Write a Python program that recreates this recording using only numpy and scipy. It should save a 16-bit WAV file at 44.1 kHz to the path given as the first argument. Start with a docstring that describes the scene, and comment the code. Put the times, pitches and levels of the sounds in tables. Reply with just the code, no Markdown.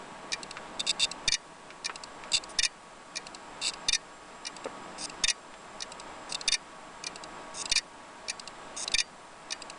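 """An opened, failing hard drive, close to a small camera's microphone.
From the start a fan rushes, the spindle whines thinly and fingers rub the housing. About every 1.3 s
the drive retries: a double knock in the case, then the head arm ticks, chatters or scrapes over the
platter, and at last slams into its stop with a triple clack.
The camera's gain control ducks at each clack and creeps back as the next retry begins."""
import sys
import numpy as np
from scipy import signal
from scipy.fft import rfft, irfft, next_fast_len
from scipy.io import wavfile
from scipy.ndimage import uniform_filter1d, map_coordinates

SR = 44100
rng = np.random.default_rng(int(sys.argv[2]) if len(sys.argv) > 2 else 0)


def store_pcm(level_fs):
    """Save levels as 16-bit WAV."""
    pcm = np.round(np.clip(level_fs, -1, 1) * 32767).astype(np.int16)
    wavfile.write(sys.argv[1], SR, np.atleast_2d(pcm).T)


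N = 431298
TIME = np.arange(N) / SR
SHORT = TIME[:SR // 5]  # the 0.2 s span of one short sound


def amp(db):
    """Decibels to amplitude."""
    return 10 ** (np.asarray(db) / 20)


def unit(x):
    """x scaled to rms 1."""
    return x / np.sqrt(np.mean(x ** 2) + 1e-20)


def curve(rows):
    """(s, value) rows joined by straight lines."""
    return np.interp(TIME, *np.transpose(rows))


def wobble(rate):
    """A smooth random curve, rate knots a second."""
    return map_coordinates(rng.standard_normal(int(N * rate / SR) + 4), [TIME * rate])


def filtered(x, response):
    """x times a complex response of frequency."""
    size = next_fast_len(len(x) + SR // 5)
    return irfft(rfft(x, size) * response(np.fft.rfftfreq(size, 1 / SR)), size)[:len(x)]


def coloured(points):
    """Noise of rms 1 with a (Hz, dB) spectrum."""
    freqs, db = np.transpose(points)
    white = rng.standard_normal(N)
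    return unit(filtered(white, lambda hz: amp(np.interp(np.log(hz + 1), np.log(freqs + 1), db))))


def tone(hz, drift):
    """A sine of rms 1 whose pitch drifts by a share of itself."""
    cycles = np.cumsum(hz * (1 + drift)) / SR + rng.random()
    return np.sqrt(2) * np.sin(2 * np.pi * cycles)


def loudness(x, size):
    """Running rms over size samples."""
    return np.sqrt(np.abs(uniform_filter1d(x ** 2, size)) + 1e-12)


def add(track, start, sound):
    """Mix a sound into a track at start seconds."""
    part = track[max(round(start * SR), 0):][:len(sound)]
    part += sound[:len(part)]


def ring(force, modes):
    """A force sets a body's resonances ringing, in alternating polarity."""
    def response(f):
        return sum((-1) ** k * amp(db) * 1j * f * width / (hz * hz - f * f + 1j * f * width)
                   for k, (hz, width, db) in enumerate(modes))
    return filtered(force, response)


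def with_bend(modes, bend_db, bend_hz=3628, width_hz=75):
    """A body's resonances together with the arm's main bending mode."""
    return [*modes, (bend_hz, width_hz, bend_db)]


def contact(t60, snap, lead, cling=1.52):
    """One contact's force: a run-up of lead s, an impulse of size snap, a buzz that dies in t60 s."""
    t = SHORT - lead
    buzz_db = -60 * (np.abs(t) / max(t60, 0.002)) ** cling
    force = rng.standard_normal(len(t)) * amp(np.where(t < 0, 20 * t / lead, buzz_db))
    force[round(lead * SR)] += snap
    return force


def blow(force, modes, db, vary_db=1.5):
    """A struck body, db loud in its strongest 4 ms; no two blows share out the modes alike."""
    varied = [(hz, width, level + vary_db * rng.standard_normal()) for hz, width, level in modes]
    sound = ring(force, varied)
    return amp(db) * sound / loudness(sound, size=176).max()


def blows(rows, modes, gain_db, t60, snap, lead):
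    """A series of (s, dB) pulses through one set of resonances."""
    track = np.zeros(N)
    for start, db in rows:
        add(track, start - lead, blow(contact(t60, snap, lead), modes, db + gain_db))
    return track


# The fan's rush at the microphone. Each row: frequency in Hz, relative level in dB.
AIR_SPECTRUM = [(35, -44.5), (60, -27.5), (81, -13), (122, -16), (161, -7), (593, -7), (646, -7), (970, -2),
                (1060, -8), (1150, -7.5), (1310, -8), (3580, -19.5), (7100, -32), (7730, -21),
                (10000, -59.5), (13000, -74), (22000, -120)]
# Resonances of its air path. Each row: frequency in Hz, width in Hz, relative level in dB.
DUCT_MODES = [(300.6, 2.7, 0), (641.5, 27, -1.5), (942, 51, -13)]
# Blade tones; the close pair beats. Each row: frequency in Hz, level in dB.
BLADE_TONES = [(1126, -55.5), (1118, -65.5), (1638, -63)]
# Hum and whine swell as the camera moves into their beam. 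Each row: time in seconds, relative gain in dB.
BEAM_SWELL = [(0, -0.5), (4.5, 12), (7.5, 7.5), (9.78, 7)]


def fan(air_db=-46, hum_hz=1253):
    """Behind everything, air rushes through a duct, with blade tones, a hum and a faint deep rumble."""
    drift = 0.00042 * wobble(2.75)
    air = amp(air_db + 0.63 * wobble(10)) * coloured(AIR_SPECTRUM)
    duct = amp(-55.5) * unit(ring(rng.standard_normal(N), DUCT_MODES))
    blades = sum(amp(db + wobble(7.5)) * tone(hz, drift) for hz, db in BLADE_TONES)
    hum = amp(curve(BEAM_SWELL) - 69.5) * tone(hum_hz, drift)
    rumble = amp(-59) * coloured([(5, -1), (20, -9), (32, -7), (45, -17.5), (100, -52.5)])
    return air + duct + blades + hum + rumble


# The spindle motor, faint even this close. Each row: frequency in Hz, level in dB before the swell.
WHINE_TONES = [(2526, -79.5), (5053, -80), (5125, -85), (7580, -74.5), (9265, -87.5)]


def spindle(beam_share=0.79, flutter_db=2.2):
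    """The motor's thin whine flutters with its speed control."""
    drift = 0.00103 * wobble(60)
    whine = sum(amp(db + flutter_db * wobble(27)) * tone(hz, drift) for hz, db in WHINE_TONES)
    return amp(beam_share * curve(BEAM_SWELL)) * whine


# The hand shifts its grip. Each row: start in seconds, end in seconds, level in dB.
GRIP_SHIFTS = [(0, 1.297, -57.5), (4.7, 5.25, -56.5)]


def grip(rest_db=-70, fade_s=0.27):
    """How hard the hand rubs: faintly at rest, more during each shift."""
    shifts = sum(amp(db) * np.interp(TIME, [start - fade_s, start, end, end + fade_s], [0, 1, 1, 0])
                 for start, end, db in GRIP_SHIFTS)
    return amp(rest_db) + shifts


# The plastic housing. Each row: resonance in Hz, width in Hz, relative level in dB.
HOUSING_MODES = [(434, 200, -1.5), (993, 36, 2), (1300, 280, -4), (2480, 610, -4.5), (4030, 3900, -15)]
# Taps and creaks near the microphone. 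Each row: start in seconds, level in dB, centre of colour in Hz.
FINGER_TAPS = [(0.568, -34, 2040), (1.703, -37, 2940), (1.894, -29, 1360), (2.236, -39, 2700),
               (4.655, -28, 490), (4.666, -30, 563), (5.538, -43, 2500)]


def handling(width_octaves=0.98):
    """The hand rubs softly on the plastic housing, with dull taps and small creaks."""
    rub_spectrum = [(70, -44), (160, 1.5), (350, -0.5), (900, -8.5), (4000, -45.5)]
    track = grip() * amp(0.55 * wobble(14)) * coloured(rub_spectrum)
    for start, db, centre_hz in FINGER_TAPS:
        tap = contact(t60=0.048, snap=17.4, lead=0.0019)
        force = filtered(tap, lambda hz: np.exp(-0.5 * (np.log2((hz + 1) / centre_hz) / width_octaves) ** 2))
        add(track, start, blow(force, HOUSING_MODES, db))
    return track


# The low colour of a thump. Each row: resonance in Hz, width in Hz, relative level in dB.
THUMP_MODES = [(80, 33, 0)]
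# Soft low thumps. Each row: time in seconds, relative level in dB.
LOW_THUMPS = [(1.028, -41), (1.280, -28.5), (2.342, -40.5)]


def low_thumps(cutoff_hz=250):
    """Soft low thumps at the loudest chatter and the first slam."""
    thumps = blows(LOW_THUMPS, THUMP_MODES, gain_db=-5.5, t60=0.038, snap=11, lead=0.0028)
    return filtered(thumps, lambda hz: 1 / (1 + 1j * hz / cutoff_hz))


# The hiss off the open platter. Each row: frequency in Hz, relative level in dB.
SCRAPE_SPECTRUM = [(1180, -39), (2000, -22), (2690, -6), (3380, -29), (3640, -3.5), (4220, -26), (4860, -3),
                   (5950, -4.5), (6540, -3), (7440, -15), (7900, -4), (9220, -4), (10000, -19),
                   (13000, -41), (22000, -120)]
# The heads touch down, mostly pressing harder as they go.
# Each row: start in seconds, length in seconds, final level in dB, swell in dB, squeal in Hz.
HEAD_RUBS = [(2.492, 0.031, -49, -1, 9550), (4.98, 0.079, -32.5, 12.5, 4950), (6.293, 0.042, -43, 2, 4760),
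             (7.541, 0.085, -32, 14, 6500), (8.765, 0.08, -34, 5, 6500)]


def scrape(grain_db=2, squeal_gain=0.72, squeal_width_hz=300):
    """A short grainy hiss of the heads on the platter, with a rough squeal and some ring of the arm."""
    grain = amp(grain_db * wobble(663))[:len(SHORT)]
    hiss = coloured(SCRAPE_SPECTRUM)
    track = np.zeros(N)
    for start, length, db, swell_db, squeal_hz in HEAD_RUBS:
        modes = with_bend([(squeal_hz, squeal_width_hz, 0)], bend_db=-5)
        squeal = unit(ring(rng.standard_normal(len(SHORT)), modes))
        pressure = (SHORT < length) * amp(db + swell_db * (SHORT / length - 1))
        rubbing = unit(grain * (hiss[round(start * SR):][:len(SHORT)] + squeal_gain * squeal))
        add(track, start, rubbing * uniform_filter1d(pressure, size=260, mode="constant"))
    return track


# The head arm, bare to the microphone. Each row: resonance in Hz, width in Hz, relative level in dB.
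ARM_MODES = [(2210, 100, -11), (2730, 110, 5.5), (3890, 160, 3), (4300, 280, 2), (4790, 166, 7),
             (5480, 550, -6), (6700, 420, -5.5), (7720, 306, 1.5), (9760, 320, -10.5)]
# The arm hunts for a track; some hunts stop short of their crest. Each row: start in seconds,
# length in seconds, time to the crest in seconds, crest level in dB, bending mode in dB.
TRACK_HUNTS = [(.795, 0.016, 0.012, -23.5, 18), (0.866, 0.046, 0.059, -22, 12.5),
               (0.996, .057, 0.052, -21.5, 14), (2.332, .05, 0.02, -19.5, 12.5),
               (3.615, 0.089, 0.073, -26.5, 8), (6.345, 0.011, 0.0058, -24, 10.5)]


def chatter(kicks_per_s=150, scatter=0.67, fade_db=14, swell_db=7.5, ease_db=11.5):
    """The servo kicks the arm to and fro at an uneven rate; each kick fades before the next."""
    pace = kicks_per_s * np.exp(scatter * wobble(90))
    track = np.zeros(N)
    for start, length, crest, db, bend_db in TRACK_HUNTS:
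        kicks = np.cumsum(pace[round(start * SR):][:len(SHORT)]) / SR
        force = amp(-fade_db * (kicks % 1)) * rng.standard_normal(len(SHORT))
        modes = with_bend(ARM_MODES, bend_db)
        below_crest_db = np.interp(SHORT, [0, crest, length], [swell_db, 0, ease_db])
        effort = (SHORT < length) * amp(db - below_crest_db)
        add(track, start, ring(force * effort, modes) / np.std(ring(force, modes)))
    return track


# The open case from close by. Each row: resonance in Hz, width in Hz, relative level in dB.
CASE_MODES = [(297, 450, -47), (1045, 200, -19.5), (1798, 31.7, -1.5), (1922, 30, -2), (2134, 39, -7.5),
              (2369, 42.5, 2.5), (2510, 126, -4), (2882, 37, -4), (3740, 220, -3.5), (4360, 45, -10),
              (4670, 9.8, -10), (4603, 230, -0.5), (5290, 460, -5), (5640, 162, -1), (5930, 320, -3.5),
              (6550, 560, -8.5), (7420, 710, -16), (9500, 1700, -14), (9960, 270, -19)]
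# The hard edge of the lighter knocks. One row: resonance in Hz, width in Hz, relative level in dB.
KNOCK_EDGE = (4860, 170, -9.5)
# Pairs of knocks. Each row: middle of the pair in seconds, gap in seconds, relative level in dB.
RETRY_KNOCKS = [(0.326, 0.01, -32), (1.8522, .011, -31), (3.163, 0.011, -33), (4.460, .015, -36),
                (5.814, .016, -35.5), (7.053, 0.027, -34.5), (8.291, 0.013, -31), (9.515, 0.014, -32)]


def knocks():
    """Each retry opens with a double knock in the case, the first lighter and shorter."""
    case = with_bend([*CASE_MODES, KNOCK_EDGE], bend_db=-23.5)
    first = [(middle - gap / 2, db) for middle, gap, db in RETRY_KNOCKS]
    second = [(middle + gap / 2, db) for middle, gap, db in RETRY_KNOCKS]
    return (blows(first, case, gain_db=3.5, t60=0.013, snap=5.3, lead=0.003)
            + blows(second, case, gain_db=7.5, t60=0.029, snap=1.5, lead=0.003))


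# Two steps follow each double knock. Each row: delay in seconds, level offset in dB.
ARM_STEPS = [(0.1054, -6.5), (0.1843, -7.5)]
# Stray jerks while the arm searches. Each row: time in seconds, relative level in dB.
ARM_JERKS = [(1.115, -35.5), (2.319, -33.5), (2.438, -41.5), (3.736, -41.5), (5.097, -42.5), (6.323, -34),
             (6.412, -37), (7.656, -35), (7.697, -38.5), (8.878, -30.5), (8.918, -38.5)]
# The dry, broad edge of a tick. One row: resonance in Hz, width in Hz, relative level in dB.
TICK_EDGE = (5000, 1800, -10)


def ticks():
    """Small steps and jerks snap and ring only the arm."""
    steps = [(middle + delay, db + step_db)
             for middle, _, db in RETRY_KNOCKS for delay, step_db in ARM_STEPS]
    arm = with_bend([*ARM_MODES, TICK_EDGE], bend_db=-2.5)
    return blows(steps + ARM_JERKS, arm, gain_db=5, t60=0.016, snap=5.2, lead=0.0022)


# The dull knock of the whole drive. 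Each row: resonance in Hz, width in Hz, relative level in dB.
FRAME_MODES = [(110, 240, 4), (450, 330, 8), (1060, 100, -2)]
# The contacts of one slam; the first two merge into one clack. Each row: delay in seconds,
# level offset in dB, run-up in seconds, buzz t60 in seconds, bending mode in dB.
SLAM_CONTACTS = [(0, -1.5, .003, 0.011, 7.5), (.006, 0, .003, 0.012, 6.5), (0.0433, 1, .007, .037, 6),
                 (0.061, 0.5, .003, 0.031, 0)]
# The slams that end the retries, loudest at the microphone. Each row: time in seconds, base level in dB.
ARM_SLAMS = [(1.2788, -15), (2.589, -15), (3.8864, -16.5), (5.239, -16.5), (6.479, -16.5), (7.717, -15.5),
             (8.941, -15)]


def slams(frame_db=-23):
    """The arm hits its stop and knocks the frame, springs back and hits twice more, ringing the case."""
    track = np.zeros(N)
    for start, db in ARM_SLAMS:
        impact = contact(t60=0.007, snap=5.4, lead=0.0012)
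        add(track, start, blow(impact, FRAME_MODES, db + frame_db))
        for delay, contact_db, lead, t60, bend_db in SLAM_CONTACTS:
            force = contact(t60, snap=5.1, lead=lead)
            clack = blow(force, with_bend(CASE_MODES, bend_db), db + contact_db)
            add(track, start + delay - lead, clack)
    return track


def scene():
    """Arm, hand, fan and motor, all close to one microphone, with a few soft low thumps."""
    arm = slams() + knocks() + ticks() + chatter() + scrape()
    return (arm + low_thumps() + handling() + fan() + spindle())[None]


def gain_control(x, limit_db=-21, recovery_db_per_s=6.5, thump_gain=0.0071, rise_s=0.0022, fall_s=0.02):
    """Loud sounds pull the gain down at once and it creeps back; each sudden drop leaks a low thump."""
    excess_db = np.maximum(20 * np.log10(loudness(x, size=220)) - limit_db, 0)
    recovery_db = recovery_db_per_s * TIME
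    cut_db = np.maximum.accumulate(excess_db + recovery_db) - recovery_db
    drops = np.maximum(np.diff(cut_db, prepend=cut_db[0]), 0)
    thumps = signal.fftconvolve(drops, np.exp(-SHORT / fall_s) - np.exp(-SHORT / rise_s))[:N]
    return x * amp(-cut_db) + thump_gain * thumps


def record(dry, top_hz=10080):
    """The camera rides its gain, adds its own faint hiss and keeps nothing above its band limit."""
    taken = gain_control(dry[0]) + amp(-57) * rng.standard_normal(N)
    return filtered(taken, lambda hz: 1 / np.sqrt(1 + (hz / top_hz) ** 400))[None]


dry = scene()
out = record(dry)
store_pcm(out)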